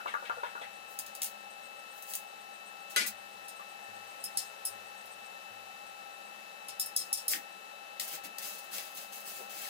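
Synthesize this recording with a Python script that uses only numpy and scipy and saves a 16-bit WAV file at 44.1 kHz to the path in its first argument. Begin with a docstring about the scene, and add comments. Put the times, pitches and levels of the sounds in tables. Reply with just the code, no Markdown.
"""Knocks and even slaps far off come first, over the whine of a welding machine's fan and a cricket's chirps.
We stand on a workshop floor with two microphone ports a hand apart and a quick gain control. A steel tape
snaps back, a slab is dropped on a steel frame, and an electrode taps the frame until the arc strikes and sizzles.
Blows are decaying modes with a crack of noise; arc, sliding and air are shaped noise; the fan adds steady tones."""
import sys
import numpy as np
from scipy import signal
from scipy.fft import rfft, irfft
from scipy.io import wavfile
from scipy.ndimage import uniform_filter1d

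SR = 44100
rng = np.random.default_rng(int(sys.argv[2]) if len(sys.argv) > 2 else 0)


def master(y):
    """Save y as 16-bit WAV."""
    cut = np.clip(np.atleast_2d(y).T, -1, 1)
    pcm = np.round(cut * 32767)  # scale
    wavfile.write(sys.argv[1], SR, pcm.astype(np.int16))


N = 427329  # length of the scene in samples

# The arc burns in flares. Each row: start in seconds, hold in seconds, level in dB, t60 of the dying in seconds,
# body below 4 kHz against the hiss in dB.
FLARES = [(7.284, 0.054, -37, 0.14, -8), (7.997, 0.0036, -40.5, 0.22, -5.5),
          (8.064, 0.073, -48.5, 0.15, 1.5), (8.233, 0.0052, -45, 0.067, 1), (8.387, 0.0042, -54, 0.29, 4.5),
          (8.414, 0.072, -48, 0.64, -2.5), (8.707, 0.067, -49, 0.68, 1.5), (8.944, 0.06, -53.5, 0.39, -1),
          (9.117, 0.033, -54, 0.94, -4), (9.252, 0.14, -53.5, 0.24, -2), (9.494, 0.17, -50.5, 0.36, 2.5)]
# Colour of the sizzle. 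Each row: frequency in Hz, density in dB per Hz.
SIZZLE = [(250, -12), (728, -6.5), (809, -55), (1050, -12), (1880, -8), (10500, -3), (14600, -0.5),
          (15700, 4.5), (16500, -58)]
FLARE_RISE_S = 0.005
JUMP, CREEP = 0.86, 0.4  # share of a flare that comes at once; share of its hold over which the rest grows
SPITS_PER_S, SPIT_DB, SPIT_ABOVE_HZ = 22, -9.5, 10000  # sparse bright droplets bursting
FLUTTER_DB = 1.6


def arc():
    """The plasma hisses and spits droplets; the boiling pool's low body has its own level in each flare."""
    sound = coloured(sputter(3000, 3.6, 1.1), lambda f: read(SIZZLE, f) - 40 * (f < 150))
    body = coloured(sound, lambda f: -10 * np.log10(1 + (f / 4000) ** 8))
    hiss = sound - body
    high_pass = signal.butter(2, SPIT_ABOVE_HZ, "high", fs=SR)
    droplets = signal.lfilter(*high_pass, sputter(SPITS_PER_S, 4.8, 0))
    hiss_level, body_level = np.zeros(N), np.zeros(N)
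    for s, hold, db, t60, body_db in FLARES:
        jump = swell(s, FLARE_RISE_S, hold, db, t60)
        creep = swell(s, FLARE_RISE_S + CREEP * hold, (1 - CREEP) * hold, db, t60)
        flare = JUMP * jump + (1 - JUMP) * creep
        hiss_level += flare
        body_level += gain_of(body_db) * flare
    bright = hiss + gain_of(SPIT_DB) * np.std(sound) * droplets
    burning = hiss_level * bright + body_level * body
    return gain_of(FLUTTER_DB * slow(120)) * burning / np.std(hiss)


# The loudest droplets bursting. Each row: time in seconds, peak in dB before colouring by the ports.
LOUD_SPITS = [(7.334, -16), (7.9975, -13), (8.001, -17), (8.153, -20), (8.247, -27), (8.384, -16),
              (8.433, -22), (8.49, -21), (8.783, -15), (8.8094, -22), (8.951, -24), (9.1596, -23),
              (9.205, -24), (9.2853, -24), (9.337, -25), (9.387, -24), (9.62, -21), (9.655, -22),
              (9.6764, -18)]
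# Colour of one click. Each row: frequency in Hz, density in dB per Hz.
SPIT_COLOUR = [(300, -50), (1500, -15), (4000, -2), (10000, -7), (14500, 3), (16500, -7)]
SMALL_BRIGHT_DB = 1  # smaller droplets are brighter: about a dB per octave for each dB below -14


def spits():
    """Each bursting droplet is one bare click, of either sign."""
    out = np.zeros(N)
    middle = 128
    impulse = np.eye(1, 256, middle)[0]
    for s, peak_db in LOUD_SPITS:
        tilt_db = SMALL_BRIGHT_DB * max(-14 - peak_db, 0)
        click = coloured(impulse, lambda f: read(SPIT_COLOUR, f) + tilt_db * np.log2(1 + f / 4000))
        click *= rng.choice([-1, 1]) / abs(click).max()
        add(out, s - middle / SR, gain_of(peak_db) * click)
    return out


# Pops of the arc. Each row: time in seconds, blow level in dB, brightness in dB per octave.
ARC_POPS = [(7.334, -16, -4.5), (7.9975, -18, 8), (8.247, -38, -3), (8.384, -23, 22), (8.783, -26, 1.5)]
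# The weld pool as a struck thing, in four parts. Modes, each row: pitch in Hz, level in dB, t60 in seconds.
# Crack colour, each row: frequency in Hz, density in dB per Hz. Then t60 of the crack in seconds with the
# level in dB and t60 in seconds of the rattle after it. Last, the share of ringing from 0 to 1.
POOL = ([(1880, 0, 0.034)], [(400, -27), (1400, -4.5), (1900, 9), (4200, 6), (14000, -8), (15600, -19),
         (16500, -49)], (0.012, -19, 0.051), 0.13)


def pops():
    """The weld pool pops: nearly all crack, with a short ring."""
    return blows(ARC_POPS, POOL)


# Electrode on the frame. Each row: time in seconds, blow level in dB, brightness in dB per octave.
ROD_TAPS = [(3.482, -30, 8), (4.2389, -21.5, 12), (4.372, -11, 8), (4.6512, -15.5, 13), (5.0569, -39.5, 13),
            (6.6836, -26.5, 6.5), (6.7965, -12, 11), (6.86, -23.5, 15), (6.9628, -7.5, 11),
            (6.997, -21.5, 5.5), (7.1284, -9, 11), (7.173, -21, 7.5), (7.2808, -8.5, 12)]
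# Ringing rod. Modes in Hz, dB, t60 in s; crack colour in Hz, dB per Hz; crack t60 in s, rattle dB, t60 in s; share.
ROD = ([(4160, 0, 0.11), (5160, 16, 0.14), (5580, 14.5, 0.086), (5900, 1, 0.11), (7200, -19, 0.12),
        (8700, 14.5, 0.12), (9130, 12, 0.059), (10680, 11.5, 0.037), (13300, 10, .05), (14400, 7, .035)],
        [(2500, -12.5), (4400, -6.5), (5250, -12), (6300, -11), (8800, -12.5), (10700, -16), (15000, -23),
        (16500, -23)], (0.08, -11, 0.28), 0.6)
# Tip of the rod. Modes in Hz, dB, t60 in s; crack colour in Hz, dB per Hz; crack t60 in s, rattle dB, t60 in s; share.
TICK = ([(10700, 0, .02)], [(7000, -30), (9500, -6), (10800, 0), (12500, -4), (15500, -10)],
         (.012, -40, .03), .7)
TICK_DB = -2.5  # against the tap


def rod_taps():
    """The electrode rings high and chatters, and its tip ticks at each tap."""
    ticks = [(s, db + TICK_DB, 0) for s, db, _ in ROD_TAPS]
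    return blows(ROD_TAPS, ROD, bunch=0.0131, bounce_db=-7.5) + blows(ticks, TICK)


# Slab landing. Each row: time in seconds, blow level in dB, brightness in dB per octave.
SLAB_BLOWS = [(2.9607, -10, 2.5), (2.98, -16.5, 4.5), (3.005, -17, 2.5), (3.036, -35, -2.5)]
# Slab. Modes in Hz, dB, t60 in s; crack colour in Hz, dB per Hz; crack t60 in s, rattle dB, t60 in s; share.
SLAB = ([(1460, -0.5, 0.2), (1875, 1, 0.092), (1984, 11, 0.074), (2230, 4, 0.11), (2413, 5, 0.11),
         (4000, -1.5, 0.13), (4430, 5, 0.054), (6500, -9, .05)], [(240, -61), (400, -5.5), (1250, -14),
         (1990, -3.5), (4800, -11), (11000, -16), (15300, -25), (16500, -75)], (0.032, 0, 0.16), 0.4)
# Low booms of the frame. Each row: time in seconds, blow level in dB, brightness in dB per octave.
FRAME_BOOMS = [(2.962, -44, 0), (3.0, -34.5, -5), (7.345, -42.5, -4), (8.24, -49, -10), (9.39, -45, 21)]
# Frame. Modes in Hz, dB, t60 in s; crack colour in Hz, dB per Hz; crack t60 in s, rattle dB, t60 in s; share.
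FRAME = ([(209.8, 2, 0.63), (275, 0, 0.22), (402, 1, 0.15)], [(140, -50), (200, 1), (450, 4), (800, -23),
          (2000, -64)], (0.14, -10, 0.19), 0.43)


def slab_and_frame():
    """The slab clangs and bounces in its middle modes; the steel frame booms in low ones."""
    return blows(SLAB_BLOWS, SLAB, bunch=0.0083, bounce_db=-2.5) + blows(FRAME_BOOMS, FRAME)


# Tape clacks. Each row: time in seconds, blow level in dB, brightness in dB per octave.
TAPE_SNAPS = [(.9885, -14, -2.5), (1.063, -27, -6), (1.150, -24.5, -3), (1.218, -13.5, -6.5),
              (1.231, -13, 3), (1.243, -13.5, -2.5), (1.262, -24, -5), (2.023, -27.5, 1),
              (2.1355, -17.5, -4.5), (2.1515, -14, 0)]
# Tape. Modes in Hz, dB, t60 in s; crack colour in Hz, dB per Hz; crack t60 in s, rattle dB, t60 in s; share.
TAPE = ([(6150, 1.5, 0.021), (8860, 15, 0.017), (11700, -8, .02)], [(880, -20.5), (1500, -18.5), (6490, 2),
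         (14900, 9.5), (15900, 19.5), (16500, -56)], (0.016, -16, 0.2), 0.41)


def tape_snaps():
    """The thin steel tape clacks: high modes that die at once in a bright crack."""
    return blows(TAPE_SNAPS, TAPE)


# Tape sliding into its case, grit under the slab. Each row: start in seconds, rise in seconds, level in dB,
# t60 of the dying in seconds, brightness in about dB per octave.
SLIDES = [(.87, 0.043, -57, 0.33, 0), (1.9, 0.079, -59, 0.35, 0), (2.05, 0.062, -46.5, .17, -3.5),
          (2.895, 0.0073, -51, 0.18, -9), (3.06, 0.0051, -28.5, 0.083, -1)]


def slides():
    """Fine gritty friction, a sputter of tiny bursts in the colour of the tape's crack."""
    grit = sputter(5000, 2.5, 1.1)
    tape_colour = TAPE[1]
    out = np.zeros(N)
    for s, rise, db, t60, tilt_db in SLIDES:
        rub = coloured(grit, lambda f: read(tape_colour, f) + tilt_db * np.log2(1 + f / 4000))
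        out += swell(s, rise, 0, db, t60) * evened(rub)
    return out


# Knocks far off. Each row: time in seconds, blow level in dB, brightness in dB per octave.
FAR_KNOCKS = [(.004, -31, 15), (.058, -17.5, 2), (0.1386, -14.5, 7.5), (.225, -25.5, -3),
              (.2955, -17.5, 6.5), (.369, -31.5, -12), (.432, -21.5, 1), (.552, -24, 4), (.613, -28.5, -3),
              (3.595, -30, 3)]
# Knocked thing. Modes in Hz, dB, t60 in s; crack colour in Hz, dB per Hz; crack t60 in s, rattle dB, t60 in s; share.
FAR = ([(480, -6, 0.073), (745, -9, 0.045), (940, 5.5, 0.049), (1192, 6, 0.039), (1433, 4, 0.043)],
        [(250, -47), (500, 13.5), (1000, 8), (1500, 7.5), (2400, -16), (4000, -40)], (0.019, -15.5, 0.15),
        0.58)
# Hollow notes among the knocks. Each row: time in seconds, blow level in dB, brightness in dB per octave.
FAR_RINGS = [(.002, -33, -2), (.151, -19, 6), (.302, -21.5, -2), (.382, -31, 0), (.436, -27, 0),
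             (.56, -29, 0)]
# Hollow note. Modes in Hz, dB, t60 in s; crack colour in Hz, dB per Hz; crack t60 in s, rattle dB, t60 in s; share.
HOLLOW = ([(1417, 0, 0.051)], [(900, -31), (1250, -12), (1435, 3), (1650, -21), (2300, -44)],
           (0.045, -14, 0.093), 0.88)


def far_knocks():
    """Knocks ring in middle modes and bounce; a single hollow note sounds among them."""
    return blows(FAR_KNOCKS, FAR, bounce_db=-6) + blows(FAR_RINGS, HOLLOW, bunch=0.0062)


# Slap. Modes in Hz, dB, t60 in s; crack colour in Hz, dB per Hz; crack t60 in s, rattle dB, t60 in s; share.
SLAP = ([(1930, 0, 0.04)], [(1000, -37), (1600, 4), (3800, -3.5), (4600, -17), (9000, -28)],
         (0.031, -6, 0.33), 0.24)
SLAP_FIRST_S, SLAP_EVERY_S = .071, .181
SLAP_DB, SLAP_TILT_DB = -33.5, 2.5  # blow level; brightness per octave


def far_slaps():
    """Four even slaps far off, mostly crack over one mode."""
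    slaps = [(SLAP_FIRST_S + k * SLAP_EVERY_S, SLAP_DB, SLAP_TILT_DB) for k in range(4)]
    return blows(slaps, SLAP)


BLOW_RISE_S = 0.0018  # low-ringing things take one cycle instead
BOUNCES_PER_S, BOUNCE_T60_S = 260, 0.071  # a struck thing chatters briefly


def blows(events, thing, bunch=0.011, bounce_db=-20):
    """A dying crack plus modes, each a bunch of four partials struck differently every time; bounces follow."""
    modes, colour, (crack_t60, rattle_db, rattle_t60), ring = thing
    hz, db, t60 = np.transpose(modes * 4)[:, :, None]
    t, out = np.arange(8000) / SR, np.zeros(N)
    middle_hz = np.exp(np.mean(np.log(hz)))
    head = max(200, round(6 * SR / middle_hz))  # samples of the onset that set the level
    rise = np.minimum(t / max(BLOW_RISE_S, 1 / middle_hz), 1)
    crack_fall = gain_of(-60 * t / crack_t60) + gain_of(rattle_db - 60 * t / rattle_t60)
    for s, blow_db, tilt_db in events:
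        strength, detune = rng.standard_normal((2, len(hz), 1))
        struck_db = db + 2.2 * strength + tilt_db * np.log2(hz / middle_hz) - 60 * t / t60
        partials = gain_of(struck_db) * np.sin(2 * np.pi * hz * (1 + bunch * detune) * t)
        rung = partials.sum(0)
        noise = coloured(rng.standard_normal(len(t)), lambda f: (
            read(colour, f) + tilt_db * np.log2(np.clip(f / middle_hz, .3, 4))))
        crack = noise * crack_fall
        sound = ring * rung / rung[:head].std() + (1 - ring) * crack / crack[:head].std()
        sound = 0.37 * sound * rise
        bounce_at = rng.random(len(t)) < BOUNCES_PER_S / SR
        bounces = bounce_at * rng.standard_normal(len(t)) * gain_of(bounce_db - 60 * t / BOUNCE_T60_S)
        chatter = signal.fftconvolve(sound, bounces)[:len(t)]
        add(out, s, gain_of(blow_db) * (sound + chatter))
    return out


# Dull low thumps. 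Each row: time in seconds, level in dB.
THUMPS = [(0.299, -69), (0.661, -78), (0.98, -70.5), (3.005, -64.5), (3.878, -64.5), (4.699, -65.5),
          (5.499, -65.5)]
THUMP_HZ = 103.2  # where the pitch settles
SECOND_S, SECOND_DB = .322, -9  # the softer thump behind each one


def thumps():
    """Soft low pushes in pairs, decaying sines that sag in pitch."""
    t, out = np.arange(15000) / SR, np.zeros(N)
    cycles = THUMP_HZ * (t + 0.0038 * (1 - np.exp(-t / 0.11)))
    push = gain_of(-60 * t / 1.0) * np.minimum(t / 0.012, 1) * np.sin(2 * np.pi * cycles)
    for s, db in THUMPS:
        add(out, s, gain_of(db) * push)
        add(out, s + SECOND_S, gain_of(db + SECOND_DB) * push)
    return out


# Bouts of the cricket. Each row: start in seconds, length in seconds, level in dB.
CRICKET = [(0.089, 5.2, -61.5), (5.86, .45, -65), (7.524, .2, -66)]
CHIRPS_PER_S, CHIRP_S = 7.78, .045


def cricket():
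    """Bouts of short, slightly rough tones: one narrow noise band gated about eight times a second."""
    t, gate = np.arange(N) / SR, np.zeros(N)
    for s, length, db in CRICKET:
        in_bout = (t >= s) & (t < s + length)
        in_chirp = (t - s) % (1 / CHIRPS_PER_S) < CHIRP_S
        gate += gain_of(db) * (in_bout & in_chirp)
    return uniform_filter1d(gate, size=200) * gain_of(slow(4.0)) * band(8245, 36)


# Fan tones. Each row: multiple of the blade rate, level in dB before the lean to the left.
FAN = [(5.6, -73.5), (7, -59.5), (14, -57.5), (16, -69.5), (20, -81), (21, -72)]
# Hollow notes of the fan casing. Each row: pitch in Hz, width in Hz, level in dB.
CASING = [(805.8, 31.6, -56.5), (204, 37, -72.5), (568.5, 97, -65), (1803, 93, -60), (3880, 1020, -65.5)]
BLADE_HZ = 188.2


def fan():
    """Wavering blade tones and noise in the casing; the whine is stronger on the left."""
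    blade_cycles = np.cumsum(BLADE_HZ * (1 + 0.00074 * slow(6))) / SR
    whine, casing = np.zeros(N), np.zeros(N)
    for multiple, db in FAN:
        tone = np.sqrt(2) * np.sin(2 * np.pi * (multiple * blade_cycles + rng.random()))
        whine += gain_of(db + 0.72 * slow(15)) * tone
    for hz, width, db in CASING:
        casing += gain_of(db) * band(hz, width)
    return whine * gain_of([[3.0], [-3.0]]) + casing


# Colour of room air and fan rush. Each row: frequency in Hz, density in dB per Hz.
AIR = [(24, -7), (40, -20.5), (196, -21), (271, -14.5), (725, -0.5), (802, 4.5), (957, -6.5), (1330, -6),
       (1430, -6), (2370, -10.5), (2620, -5.5), (2830, -9.5), (3050, -12), (14200, -20), (16500, -24.5)]
AIR_DB = -52.5


def air():
    """Rush of air: slowly drifting coloured noise, partly alike at the two ports."""
    pair = coloured(unlike(*rng.standard_normal((2, N))), lambda f: read(AIR, f))
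    return gain_of(AIR_DB + .5 * slow(2.05)) * evened(pair)


# Reflections in the shed. Each row: frequency in Hz, t60 in seconds.
SHED = [(200, 0.063), (1500, 0.18), (5000, 0.12), (12000, 0.073)]


def shed(x):
    """Sparse reflections of random sign, other ones at each port, decaying by pitch; three sets take turns."""
    out = np.zeros((2, N))
    for k in range(3):
        taps = np.zeros((2, SR // 2))
        grid = np.arange(200, SR // 2 - 20, 20)
        at = grid + rng.integers(0, 20, (2, len(grid)))
        np.put_along_axis(taps, at, rng.choice([-1., 1.], at.shape), 1)
        hz, t, z = signal.stft(unlike(*taps), SR, nperseg=256)
        tail = signal.istft(z * gain_of(-60 * t / read(SHED, hz)[:, None]), SR, nperseg=256)[1]
        tail /= np.linalg.norm(tail[0])
        turn = np.sqrt(2 / 3) * np.cos(2 * np.pi * (9 * np.arange(N) / SR + k / 3))  # 9 Hz, thirds apart
        out += signal.oaconvolve((turn * x)[None], tail, axes=1)[:, :N]
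    return out


# Diffuse sound at the ports. Each row: frequency in Hz, likeness from 0 to 1.
SAME = [(60, 0.65), (500, 1), (1000, 0.25), (2500, 0.019), (6000, 0.01), (15000, 0.011)]


def unlike(a, b):
    """A pair that is alike in the bass and less so in the treble."""
    same = np.clip(read(SAME, np.fft.rfftfreq(len(a), 1 / SR)), 0, 1)
    second = irfft(same * rfft(a) + np.sqrt(1 - same ** 2) * rfft(b), len(a))
    return np.array([a, second])


ASIDE_S = 0.000192  # slab and weld lie further to the right: this much later still at the left port


def aside(x):
    """A pair whose left side comes a little later."""
    delay = np.exp(-2j * np.pi * np.fft.rfftfreq(N, 1 / SR) * ASIDE_S)
    return np.array([irfft(rfft(x) * delay, N), x])


def sputter(per_s, spread_db, hiss):
    """Tiny bursts of uneven size over a hiss."""
    size = gain_of(spread_db * np.minimum(rng.exponential(1, N), 5)) * (rng.random(N) < per_s / SR)
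    return evened(evened(size * rng.standard_normal(N)) + hiss * rng.standard_normal(N))


def swell(s, rise_s, hold_s, db, t60):
    """A level that rises, holds and dies away."""
    t = np.arange(N) / SR - s
    return np.clip(t / rise_s, 0, 1) * gain_of(db - 60 * np.maximum(t - rise_s - hold_s, 0) / t60)


def band(hz, width):
    """Noise in one resonance."""
    return evened(coloured(rng.standard_normal(N), lambda f: -20 * np.log10(1 + (2 * (f - hz) / width) ** 2)))


def slow(hz):
    """Random drift up to the given rate, rms 1: a sum of sines of random phase."""
    t, drift = np.arange(0, N, 64) / SR, 0
    for f in np.geomspace(hz / 20, hz, 20):
        drift = drift + np.sin(2 * np.pi * (f * t + rng.random())) / np.sqrt(f)
    return np.interp(np.arange(N) / SR, t, evened(drift))


def coloured(x, db_of_hz):
    """Multiplies the spectrum by a gain curve."""
    gain = gain_of(db_of_hz(np.fft.rfftfreq(x.shape[-1], 1 / SR)))
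    return irfft(rfft(x) * gain, x.shape[-1])


def read(points, hz):
    """Reads a table on a log-frequency axis."""
    f, value = np.transpose(points)
    return np.interp(np.log(hz + 1), np.log(f + 1), value)


def gain_of(db):
    """Decibels to a factor."""
    return 10 ** (np.asarray(db) / 20)


def evened(x):
    """Scales to rms 1."""
    return x / np.sqrt(np.mean(x ** 2) + 1e-20)


def add(mix, s, sound):
    """Adds a sound at time s in seconds."""
    part = mix[round(s * SR):][:len(sound)]
    part += sound[:len(part)]


def scene():
    """Direct sounds, their reflections and the steady background."""
    sizzle, bursts = arc(), pops() + spits()
    taps, heavy, snaps, rush = rod_taps(), slab_and_frame(), tape_snaps(), slides()
    knocks, slaps = far_knocks(), far_slaps()
    # how strongly each source excites the shed
    sent = gain_of(-1.5) * taps + gain_of(-5) * knocks + gain_of(-3.0) * (snaps + bursts)
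    sent += gain_of(4.0) * heavy + gain_of(4.5) * (rush + sizzle) + gain_of(2.0) * slaps
    direct = taps + snaps + rush + knocks + slaps + aside(heavy + bursts + sizzle)
    background = air() + fan() + cricket() + thumps()
    return direct + shed(sent) + background


# Balance of the ports. Each row: frequency in Hz, left minus right in dB.
LEFT_LOUDER = [(60, 2.5), (150, 3), (300, 4.2), (600, 6), (1200, 5.5), (2400, 7), (4500, 6.5), (8000, 4.5),
               (13000, 1.5)]
# Lag that the housing adds to the delay. Each row: frequency in Hz, lag in radians.
PORT_LAG = [(60, .1), (250, 0.34), (500, 0.32), (1000, 0.77), (3000, 0.12), (6000, 0.031)]
PORT_DELAY_S = 0.00028
DETECTOR_FALL_DB_PER_S = 104
EDGE_HZ = 16750


def record(dry):
    """The left port hears later and louder; roll-offs, gain control that ducks loud sounds, band limit."""
    hz = np.fft.rfftfreq(N, 1 / SR)
    half_lag = np.pi * hz * PORT_DELAY_S + read(PORT_LAG, hz) / 2
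    half = gain_of(read(LEFT_LOUDER, hz) / 2) * np.exp(-1j * half_lag)
    treble_cut = (1 + (hz / 15350) ** 60) ** .45
    bass_cut = np.sqrt(1 + (88 / (hz + 1)) ** 4)
    heard = irfft(rfft(dry) * np.array([half, 1 / half]) / treble_cut / bass_cut, N)
    power = signal.lfilter([.015], [1, -.985], (heard ** 2).mean(0))
    power_db = 10 * np.log10(power + 1e-12)
    fall = np.arange(N) * DETECTOR_FALL_DB_PER_S / SR
    held_db = np.maximum.accumulate(power_db + fall) - fall  # jumps up at once, falls steadily
    over_db = np.maximum(held_db + 30.5, 0)
    ducked = heard / gain_of(0.58 * signal.lfilter([.006], [1, -.994], over_db))
    low_pass = signal.firwin(511, EDGE_HZ, window=("kaiser", 9), fs=SR)
    return signal.oaconvolve(ducked, low_pass[None], "same")


dry = scene()
out = record(dry)
master(out)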